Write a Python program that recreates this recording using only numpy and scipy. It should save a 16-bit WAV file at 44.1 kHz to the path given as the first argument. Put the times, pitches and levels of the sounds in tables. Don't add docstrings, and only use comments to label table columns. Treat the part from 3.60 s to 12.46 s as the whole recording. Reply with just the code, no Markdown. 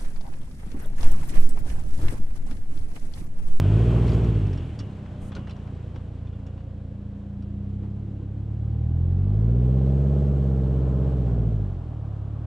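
import sys
import numpy as np
from scipy import signal
from scipy.fft import rfft, irfft, next_fast_len
from scipy.io import wavfile
from scipy.ndimage import uniform_filter1d

SR = 44100
rng = np.random.default_rng(int(sys.argv[2]) if len(sys.argv) > 2 else 0)


def materialize(psi):
    bounded = np.clip(np.atleast_2d(psi).T, -1, 1)
    quanta = np.round(bounded * 32767).astype(np.int16)
    wavfile.write(sys.argv[1], SR, quanta)


N = 390726
TIME_S = np.arange(N) / SR
CUTOFF_HZ = 15500


def engine(rumble_db=-46.7, overrun_db_per_hz_per_s=0.05, puff_lag_firings=0.663):
    # freq_hz, gain_db
    rumble_colour = [(25, -17.5), (55, -8), (95, 2), (160, -8), (235, -10.5), (280, -0.5), (360, -19),
                     (490, -12), (600, -21.5), (800, -24.5), (1000, -39)]
    rasp_colour = [(60, -8), (150, 1), (230, 4.5), (310, -9), (370, 10), (450, 4), (500, -4), (620, -4),
                   (720, -16), (810, -5.5), (900, -25), (1500, -38)]
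    churn_colour = [(400, -14), (600, 7.5), (800, 2), (890, 0), (1050, 1), (1500, -8), (2000, -23.5),
                    (3500, -28)]
    hiss_colour = [(880, -25), (1500, -0.5), (1900, -4), (2300, -6.5), (3200, -6), (3450, -9), (4000, -11),
                   (4830, -16.5), (6800, -19), (7900, -18), (9100, -27.5), (9900, -22.5), (11000, -37.5),
                   (12200, -32), (14600, -47)]
    # base_db, db_per_firing_hz, loss_db_per_distance_doubling
    rasp_law = (-58.5, 0.49, 6.5)
    churn_law = (-68, 0.24, 10.8)
    hiss_law = (-72, 0.21, 9.3)
    # time_s, gain_db
    rasp_trim = [(0, -4.5), (.8, -5), (1.3, -3.5), (2.2, -1.5), (2.7, -4), (3.6, -4), (4.15, -1),
                 (4.7, -6.5), (5.3, -5), (6.1, -6), (7.2, -7.5), (7.8, -4)]
    # time_s, gain_db
    side_on = [(5, 0), (8.3, 7)]
    (trim_db,), (side_on_db,) = in_time(rasp_trim), in_time(side_on)
    firing_hz = firing_rate()
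    crank = 2 * np.pi * np.cumsum(firing_hz) / SR
    puff_phase = crank - 2 * np.pi * puff_lag_firings
    overrun_db = overrun_db_per_hz_per_s * np.minimum(np.gradient(firing_hz, 1 / SR), 0)
    rumble = from_db(rumble_db) * noise(rumble_colour) * puffs(crank, depth=0.41)
    gas_db = level_by(rasp_law) + overrun_db
    rasp = from_db(gas_db + trim_db) * noise(rasp_colour) * puffs(puff_phase, depth=0.67, banks=0.038)
    churn_db = level_by(churn_law) + overrun_db + side_on_db + 2.5 + 0.74 * drift(13)
    churn = from_db(churn_db) * noise(churn_colour) * puffs(puff_phase, depth=0.13, banks=0.045)
    hiss_db = level_by(hiss_law) - 0.14 + 0.6 * drift(12)
    hiss = from_db(hiss_db) * noise(hiss_colour) * puffs(crank, depth=0.071)
    pan = from_db([[-.3], [.3]])
    return pan * exhaust(firing_hz, crank, puff_phase, gas_db) + rumble + rasp + churn + hiss


def exhaust(firing_hz, crank, puff_phase, gas_db, overtone_trim_db=-0.52):
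    # time_s, strength_ratio, timing_firings
    roughness = [(0, .05, .004), (.3, .11, .008), (.75, .09, .008), (1.3, .04, .004), (5.2, .04, .003),
                 (6.0, .025, .002), (7.35, .025, .002), (7.7, .055, .011), (8.1, .055, .011),
                 (8.4, .04, .004)]
    strength_scatter, timing_scatter = in_time(roughness)
    uneven_phase = puff_phase - 2 * np.pi * timing_scatter * drift(25)
    overtones = from_db(gas_db + overtone_trim_db) * pipe_overtones(firing_hz, uneven_phase)
    strength = 1 + strength_scatter * drift(40)
    return np.sqrt(2) * strength * (exhaust_boom(firing_hz, crank) + overtones)


def exhaust_boom(firing_hz, crank, muffler_hz=36):
    # time_s, effort_db
    effort = [(0, -9.5), (.15, -6), (.45, -8), (.85, -11.5), (1.05, -20.5), (1.35, -29), (2.7, -26),
              (3.7, -28.5), (4.15, -21), (4.65, -22.5), (5.3, -13), (5.7, -10.5), (6.1, -5), (6.55, -4),
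              (7.0, -7.5), (7.5, -8.5), (8.0, -13), (8.2, -21), (8.86, -20)]
    # base_db, db_per_effort_db
    harmonics = [(-22.5, 0.54), (-12.5, 1.26), (-13, 1.108), (-16.5, 0.95), (-25, 0.85)]
    # freq_hz, gain_db
    muffler = [(29, -12), (36, -12.5), (44, -2), (58, 4), (70, 2), (88, 5.5), (110, 3), (140, -5),
               (175, -10.5), (210, -14), (238, -11.5), (280, -26.5), (350, -22.5)]
    effort_db, = in_time(effort)
    boom = 0
    for order, (base_db, slope) in enumerate(harmonics, 1):
        hz = order * firing_hz
        level_db = base_db + slope * effort_db + at_hz(muffler, hz)
        shift_rad = 2 * np.arctan((muffler_hz / hz) ** 2)
        boom -= from_db(level_db) * np.cos(order * crank + shift_rad)
    return boom


def pipe_overtones(firing_hz, phase, knee_hz=413, smear_rad=1.5, bank_skew_rad=0.4 * np.pi, wander=0.1):
    # firing_order, facing_db, away_db
    lines = [(1.75, 2.5, -1.5), (2.25, -5.5, 0.5), (2.75, 2.5, 5), (3.25, 4, -2.5), (3.5, -2.5, -1),
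             (3.75, -14, -0.5), (4.25, -4.5, 3), (4.5, -12, -8.5), (4.75, -6, -3), (5, 4, 2),
             (5.25, -3, -7), (5.75, -1, 2), (6, 2.5, 0.5), (6.25, 6, -0.5), (6.75, 1.5, 6), (7, 2, 2),
             (7.25, -1.5, -9.5), (7.75, 2.5, 4), (8, -5.5, 2), (8.25, -11.5, -11.5), (8.5, 0.5, -2),
             (8.75, 3.5, 0), (9, 1, 1), (9.25, -5.5, -2), (9.75, -9, -5.0), (10, -11.5, -9),
             (10.25, -10, -7), (10.75, 5, -2.5), (11, -13, -5), (11.75, -7.0, -2), (12.25, -0.5, -7.5),
             (12.75, 0.0, -5)]
    # freq_hz, gain_db
    pipe = [(100, 3.5), (160, 1.5), (195, -10), (230, -9.5), (285, -9), (335, -8), (370, -11), (415, -8.5),
            (447, -8), (500, -14.5), (600, -12.5), (672, -12.5), (720, -23.5), (830, -16), (1000, -36)]
    # time_s, facing_share
    pipe_aim = [(.9, 1), (1.3, 0)]
    # time_s, bank_imbalance_db, tilt_db_per_octave
    pulse_shape = [(0, 1, -6), (.85, 2.5, -21.5), (1.3, -2.5, -8), (4, -12.5, 6), (5.4, -4, -0.5),
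                   (5.9, -3.5, -3.5), (6.65, -4, -3), (7.05, -1.5, -5.5), (7.9, 4.5, 8), (8.3, -5, -5.5)]
    facing, = in_time(pipe_aim)
    imbalance_db, tilt_db_per_octave = in_time(pulse_shape)
    overtones = 0
    for order, facing_db, away_db in lines:
        hz = order * firing_hz
        fraction = order - np.round(order)
        bank_line = fraction != 0
        line_db = away_db + facing * (facing_db - away_db) + at_hz(pipe, hz)
        line_db += tilt_db_per_octave * np.log2(np.maximum(hz / knee_hz, 1))
        line_db += imbalance_db * (bank_line and order < 5)
        gain = from_db(line_db) * (1 + wander * drift(0.55))
        offset_rad = bank_skew_rad * bank_line - np.pi * fraction + smear_rad * rng.standard_normal()
        overtones += gain * np.cos(order * phase + offset_rad)
    return overtones


def rack(rattle_trim_db=-2.5, rattle_t60_s=0.068, top_hz=9500):
    # start_s, rattle_db, tubes_db, latch_db, snap_db, snap_hz
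    blows = [(0.468, -52, -60, -56, -50, 4570), (0.479, -47, -49, -54, -50, 4530),
             (0.492, -48, -53, -50, -49, 4650), (0.518, -52, -53, -52, -50, 4550),
             (0.531, -49, -51, -53, -51, 4960), (0.545, -38, -53, -54, -60, 4000),
             (0.644, -44, -58, -56, -57, 4600), (0.744, -47, -53, -68, -68, 4200),
             (.868, -54, -45, -54, -60, 5200), (0.93, -48, -44, -46, -60, 5360),
             (0.974, -47, -45, -44, -65, 5300), (1.19, -48, -42, -30, -60, 5300),
             (1.201, -46, -50, -41, -55, 5000), (1.459, -46, -55, -75, -77, 4300),
             (1.719, -42, -46, -62, -59, 3700), (1.751, -45, -49, -49, -46, 4160),
             (1.764, -51, -38, -56, -48, 2970), (1.792, -53, -46, -66, -69, 3600),
             (1.872, -44, -48, -56, -52, 2690), (1.895, -48, -48, -45, -52, 3000),
             (1.909, -52, -56, -50, -49.5, 3600), (1.964, -48, -54, -60, -66, 5000),
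             (2.073, -50, -66, -64, -66, 4600), (2.358, -45.5, -48, -56, -61, 3420),
             (2.67, -63, -56, -69, -61, 3800), (2.729, -64, -53, -77, -73, 2920),
             (2.865, -50.5, -48.5, -62, -61.5, 6100), (2.977, -54, -57, -68, -73, 3650),
             (3.005, -57, -63, -70, -70, 2800), (3.823, -59, -57.5, -52, -64, 3220)]
    # freq_hz, gain_db
    rattle_colour = [(500, 5), (1000, 27.5), (3000, 11.5), (6000, -1), (9000, -16), (12000, -24),
                     (15000, -32)]
    starts_s, rattle_db = np.transpose(blows)[:2]
    out = fade(clicks_at(starts_s, rattle_db + rattle_trim_db), rattle_t60_s) * noise(rattle_colour)
    for start_s, _, *blow in blows:
        sound = clank(*blow)
        start = int(start_s * SR)
        out[:, start:start + sound.shape[1]] += sound
    return signal.sosfilt(signal.butter(6, top_hz, fs=SR, output="sos"), out)


def clank(tubes_db, latch_db, snap_db, snap_hz, snap_t60_s=0.063, chatter_t60_s=0.036, chatter_db=-21):
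    # pitch_hz, gain_db, t60_s
    tube_modes = [(1070, -8.5, 0.036), (1440, -6.5, 0.046), (2470, -19.5, 0.11), (2660, -29, .3),
                  (2772, -20.5, 0.41), (2840, -16.5, 0.42), (2970, -19, 0.34), (3220, -19, .2),
                  (3311, -18, .15), (3520, -17, 0.11)]
    latch_modes = [(3980, -20, .04), (4270, -23.5, .08), (4610, -13.5, .04), (5290, -14, .04),
                   (5520, -13.5, 0.047), (6270, -23, .025), (7260, -25, .03), (8100, -18.5, .015)]
    width, spread_octaves, seating_scatter = 0.21, 0.27, 0.004
    age_s = TIME_S[:SR // 2]
    mid, side = rng.standard_normal((2, len(age_s)))
    contacts = mid + width * side * np.array([[1], [-1]])
    pitches_hz = np.minimum(snap_hz * 2 ** (spread_octaves * rng.standard_normal(5)), CUTOFF_HZ)
    snap = unit_rms(sum(ring(contacts, hz, t60_s=0.012) for hz in pitches_hz))
    out = from_db(snap_db - 60 * age_s / snap_t60_s) * snap
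    chatter = from_db(chatter_db - 60 * age_s / chatter_t60_s) * contacts
    for modes, level_db in ((tube_modes, tubes_db), (latch_modes, latch_db)):
        for hz, mode_db, t60_s in modes:
            seated_hz = hz * (1 + seating_scatter * rng.standard_normal())
            out += from_db(level_db + mode_db) * ring(chatter, seated_hz, t60_s)
    return out


def tyre_shudder(peak_s=0.54, peak_db=-26.5, pitch_hz=81.1, wander=0.0067):
    envelope = swell(peak_s, 0, peak_db, rise_db_per_s=60, fall_db_per_s=89)
    phase = 2 * np.pi * pitch_hz * np.cumsum(1 + wander * drift(24)) / SR
    return np.sqrt(2) * envelope * np.sin(phase)


def body_bumps(thud_t60_s=0.23, push_t60_s=0.0093, boom_t60_s=0.28):
    # start_s, push_db, boom_hz, thud_db
    bumps = [(1.196, -26.5, 102, -40), (1.617, -31, 26, -38), (1.758, -33, 176, -31.5),
             (2.34, -32, 226, -38), (4.225, -43, 176, -39.5)]
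    # freq_hz, gain_db
    thud_colour = [(50, -6.5), (170, -8.5), (280, -8), (400, -20), (1000, -27), (3000, -46.5)]
    starts_s, _, _, thud_db = np.transpose(bumps)
    out = fade(clicks_at(starts_s, thud_db), thud_t60_s, rise_s=0.0053) * noise(thud_colour)
    push_scale = np.log(1000) / (SR * 0.008)
    for start_s, push_db, boom_hz, _ in bumps:
        push = push_scale * fade(clicks_at(np.array([start_s]), push_db), push_t60_s)
        out += ring(push, boom_hz, boom_t60_s)
    return out


def sand(edge_db_per_s=499):
    # start_s, length_s, spray_db, grit_db
    scuffs = [(.475, 0.094, -63.5, -72), (.6, 0.56, -92, -61.5), (1.73, 0.22, -97, -77)]
    # base_db, db_per_firing_hz, loss_db_per_distance_doubling
    spray_law = (-99, 0.59, 2.2)
    grit_law = (-90.5, 0.27, 20.1)
    # freq_hz, gain_db
    spray_colour = [(3000, -30.5), (5500, 2), (7500, 4.5), (9000, -1.5), (9800, 1), (11000, -9.5),
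                    (12400, -5), (15000, -17)]
    grit_colour = [(1500, -7), (2600, 3), (3300, 0.5), (4300, -22.5), (6000, -23), (8500, -14),
                   (11000, -31.5)]
    scuff_spray, scuff_grit = swells(scuffs, edge_db_per_s)
    spray = np.hypot(from_db(level_by(spray_law)), scuff_spray) * noise(spray_colour)
    grit = np.hypot(from_db(level_by(grit_law)), scuff_grit) * noise(grit_colour)
    return spray + grit


def spurt(start_s=1.62, length_s=0.072, level_db=-63.5, edge_db_per_s=750):
    # freq_hz, gain_db
    colour = [(4500, -12), (6000, -3), (8300, 2), (9900, 3), (10700, -10), (12400, -8), (15400, -19)]
    return swell(start_s, length_s, level_db, edge_db_per_s, edge_db_per_s) * noise(colour)


def fan(waver=0.0013, flutter_db=2.9):
    # pitch_hz, base_db
    tones = [(199.6, -45.5), (269.2, -58.5), (490, -64.5), (538.5, -64), (597.5, -70)]
    # time_s, gain_db
    hum = [(0, 4), (1.2, -3.5), (1.85, 0.5), (2.5, -5.5), (3.1, -1.5), (3.6, 2.5), (4.3, 5.5), (5.3, 1.5),
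           (5.7, 9.5), (6.6, 2), (8.3, -7.5)]
    shade = [(1.3, 4), (3.3, -0.5), (4.2, -10.5)]
    (hum_db,), (shade_db,) = in_time(hum), in_time(shade)
    rad_per_hz = 2 * np.pi * np.cumsum(1 + waver * drift(3.2)) / SR
    out = 0
    for k, (hz, base_db) in enumerate(tones):
        level_db = base_db + (shade_db if k else hum_db) + flutter_db * drift(1)
        out += from_db(level_db) * np.sin(hz * rad_per_hz)
    return np.sqrt(2) * out


def driveline(edge_db_per_s=28.5):
    # start_s, length_s, drone_db, whine_db
    pulls = [(0, 0.67, -56.5, -62.5), (4.05, 0.95, -51, -77.5), (5.22, 2.94, -65, -57.5)]
    # freq_hz, gain_db
    drone_colour = [(290, -9.5), (318, -0.5), (335, 3), (355, -26.5)]
    whine_colour = [(720, -11), (775, -6), (815, -1), (850, -36.5)]
    drone, whine = swells(pulls, edge_db_per_s)
    return drone * noise(drone_colour) + whine * noise(whine_colour)


def firing_rate(flywheel_s=0.08):
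    # time_s, firing_hz
    speed = [(0.0, 44.9), (0.17, 56.2), (.27, 58.6), (.37, 59.4), (0.64, 58.6), (.76, 54.8), (1.0, 43.1),
             (1.19, 35.4), (1.45, 30.5), (2.1, 28.6), (3.86, 28.9), (4.38, 35.5), (4.64, 34.0),
             (5.17, 37.6), (5.59, 46.0), (5.9, 58.2), (6.2, 66.5), (6.6, 70.5), (6.98, 66.2), (7.38, 65.1),
             (7.5, 66.1), (7.7, 60.3), (7.94, 55.1), (8.21, 41.1), (8.46, 35.2), (8.63, 34.9), (8.86, 37.2)]
    return uniform_filter1d(in_time(speed)[0], int(flywheel_s * SR), mode="nearest")


def level_by(law, idle_hz=29, far_m=22):
    # time_s, distance_m
    path = [(0, 7.1), (.55, 8), (1.15, 11), (2.1, 11.2), (3, 16.3), (5, 18.7), (8.86, 17.7)]
    distance_m, = in_time(path)
    base_db, db_per_hz, db_per_doubling = law
    distance_loss_db = db_per_doubling * np.log2(distance_m / far_m)
    return base_db + db_per_hz * (firing_rate() - idle_hz) - distance_loss_db


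def noise(colour):
    # freq_hz, correlation
    likeness = [(100, 0.98), (550, 0.91), (1000, 0.5), (2300, 0.77), (5000, .7), (9000, 0), (12000, 0.03)]
    # freq_hz, gain_db
    lean = [(100, -0.5), (300, -0.8), (560, -3), (780, 0), (1000, 3), (1500, 2), (2200, 2.5), (8000, 0.1)]
    size = next_fast_len(N, True)
    hz = np.fft.rfftfreq(size, 1 / SR) + 1
    rolloff = np.minimum(1, hz / colour[0][0]) ** 2 * np.minimum(1, colour[-1][0] / hz) ** 2
    mid, side = rfft(rng.standard_normal((2, size)))
    alike = np.clip(at_hz(likeness, hz), 0, 1)
    pair = np.sqrt(1 + alike) * mid + np.sqrt(1 - alike) * side * [[1], [-1]]
    pan = from_db(at_hz(lean, hz) * np.array([[.5], [-.5]]))
    spectrum = pair * pan * rolloff * from_db(at_hz(colour, hz))
    return unit_rms(irfft(spectrum, size)[:, :N])


def puffs(phase, depth, banks=0):
    return unit_rms(np.exp(depth * np.cos(phase) + banks * np.cos((phase - np.pi) / 4)))


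def drift(rate_hz):
    step, warmup = 40, 2000
    pole = np.exp(-2 * np.pi * rate_hz * step / SR)
    white = rng.standard_normal(N // step + warmup + 2)
    slow = signal.lfilter([1], [1, -2 * pole, pole * pole], white)[warmup:]
    return np.interp(np.arange(N) / step, np.arange(len(slow)), unit_rms(slow))


def ring(drive, hz, t60_s):
    pole, step_rad = from_db(-60 / (t60_s * SR)), 2 * np.pi * hz / SR
    feedback = [1, -2 * pole * np.cos(step_rad), pole * pole]
    return signal.lfilter([0, np.sin(step_rad)], feedback, drive + 1e-18)


def clicks_at(times_s, level_db):
    out = np.zeros(N)
    out[(times_s * SR).astype(int)] = from_db(level_db)
    return out


def fade(clicks, t60_s, rise_s=0.0006):
    attack, decay = np.exp(-1 / (rise_s * SR)), from_db(-60 / (t60_s * SR))
    return signal.lfilter([1 - attack], np.convolve([1, -attack], [1, -decay]), clicks + 1e-18)


def swell(start_s, length_s, level_db, rise_db_per_s, fall_db_per_s):
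    before_s = np.maximum(start_s - TIME_S, 0)
    after_s = np.maximum(TIME_S - start_s - length_s, 0)
    return from_db(level_db - rise_db_per_s * before_s - fall_db_per_s * after_s)


def swells(rows, edge_db_per_s):
    return sum(np.array([swell(start_s, length_s, db, edge_db_per_s, edge_db_per_s) for db in levels_db])
               for start_s, length_s, *levels_db in rows)


def in_time(rows):
    times_s, *columns = np.transpose(rows)
    return [np.interp(TIME_S, times_s, column) for column in columns]


def at_hz(points, hz):
    freq_hz, value = np.transpose(points)
    return np.interp(np.log(np.maximum(hz, 1)), np.log(freq_hz), value)


def from_db(db):
    return 10 ** (np.asarray(db) / 20)


def unit_rms(x):
    return x / np.sqrt(np.mean(x ** 2) + 1e-20)


def scene():
    return engine() + fan() + driveline() + rack() + tyre_shudder() + body_bumps() + sand() + spurt()


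def record(dry, port_hz=11, end_fade_s=0.004):
    right = signal.sosfilt(signal.butter(1, port_hz, "high", fs=SR, output="sos"), dry[1])
    pair = np.array([dry[0], right]) * np.minimum(1, TIME_S[::-1] / end_fade_s)
    return signal.sosfilt(signal.ellip(10, .1, 70, CUTOFF_HZ, fs=SR, output="sos"), pair)


dry = scene()
out = record(dry)
materialize(out)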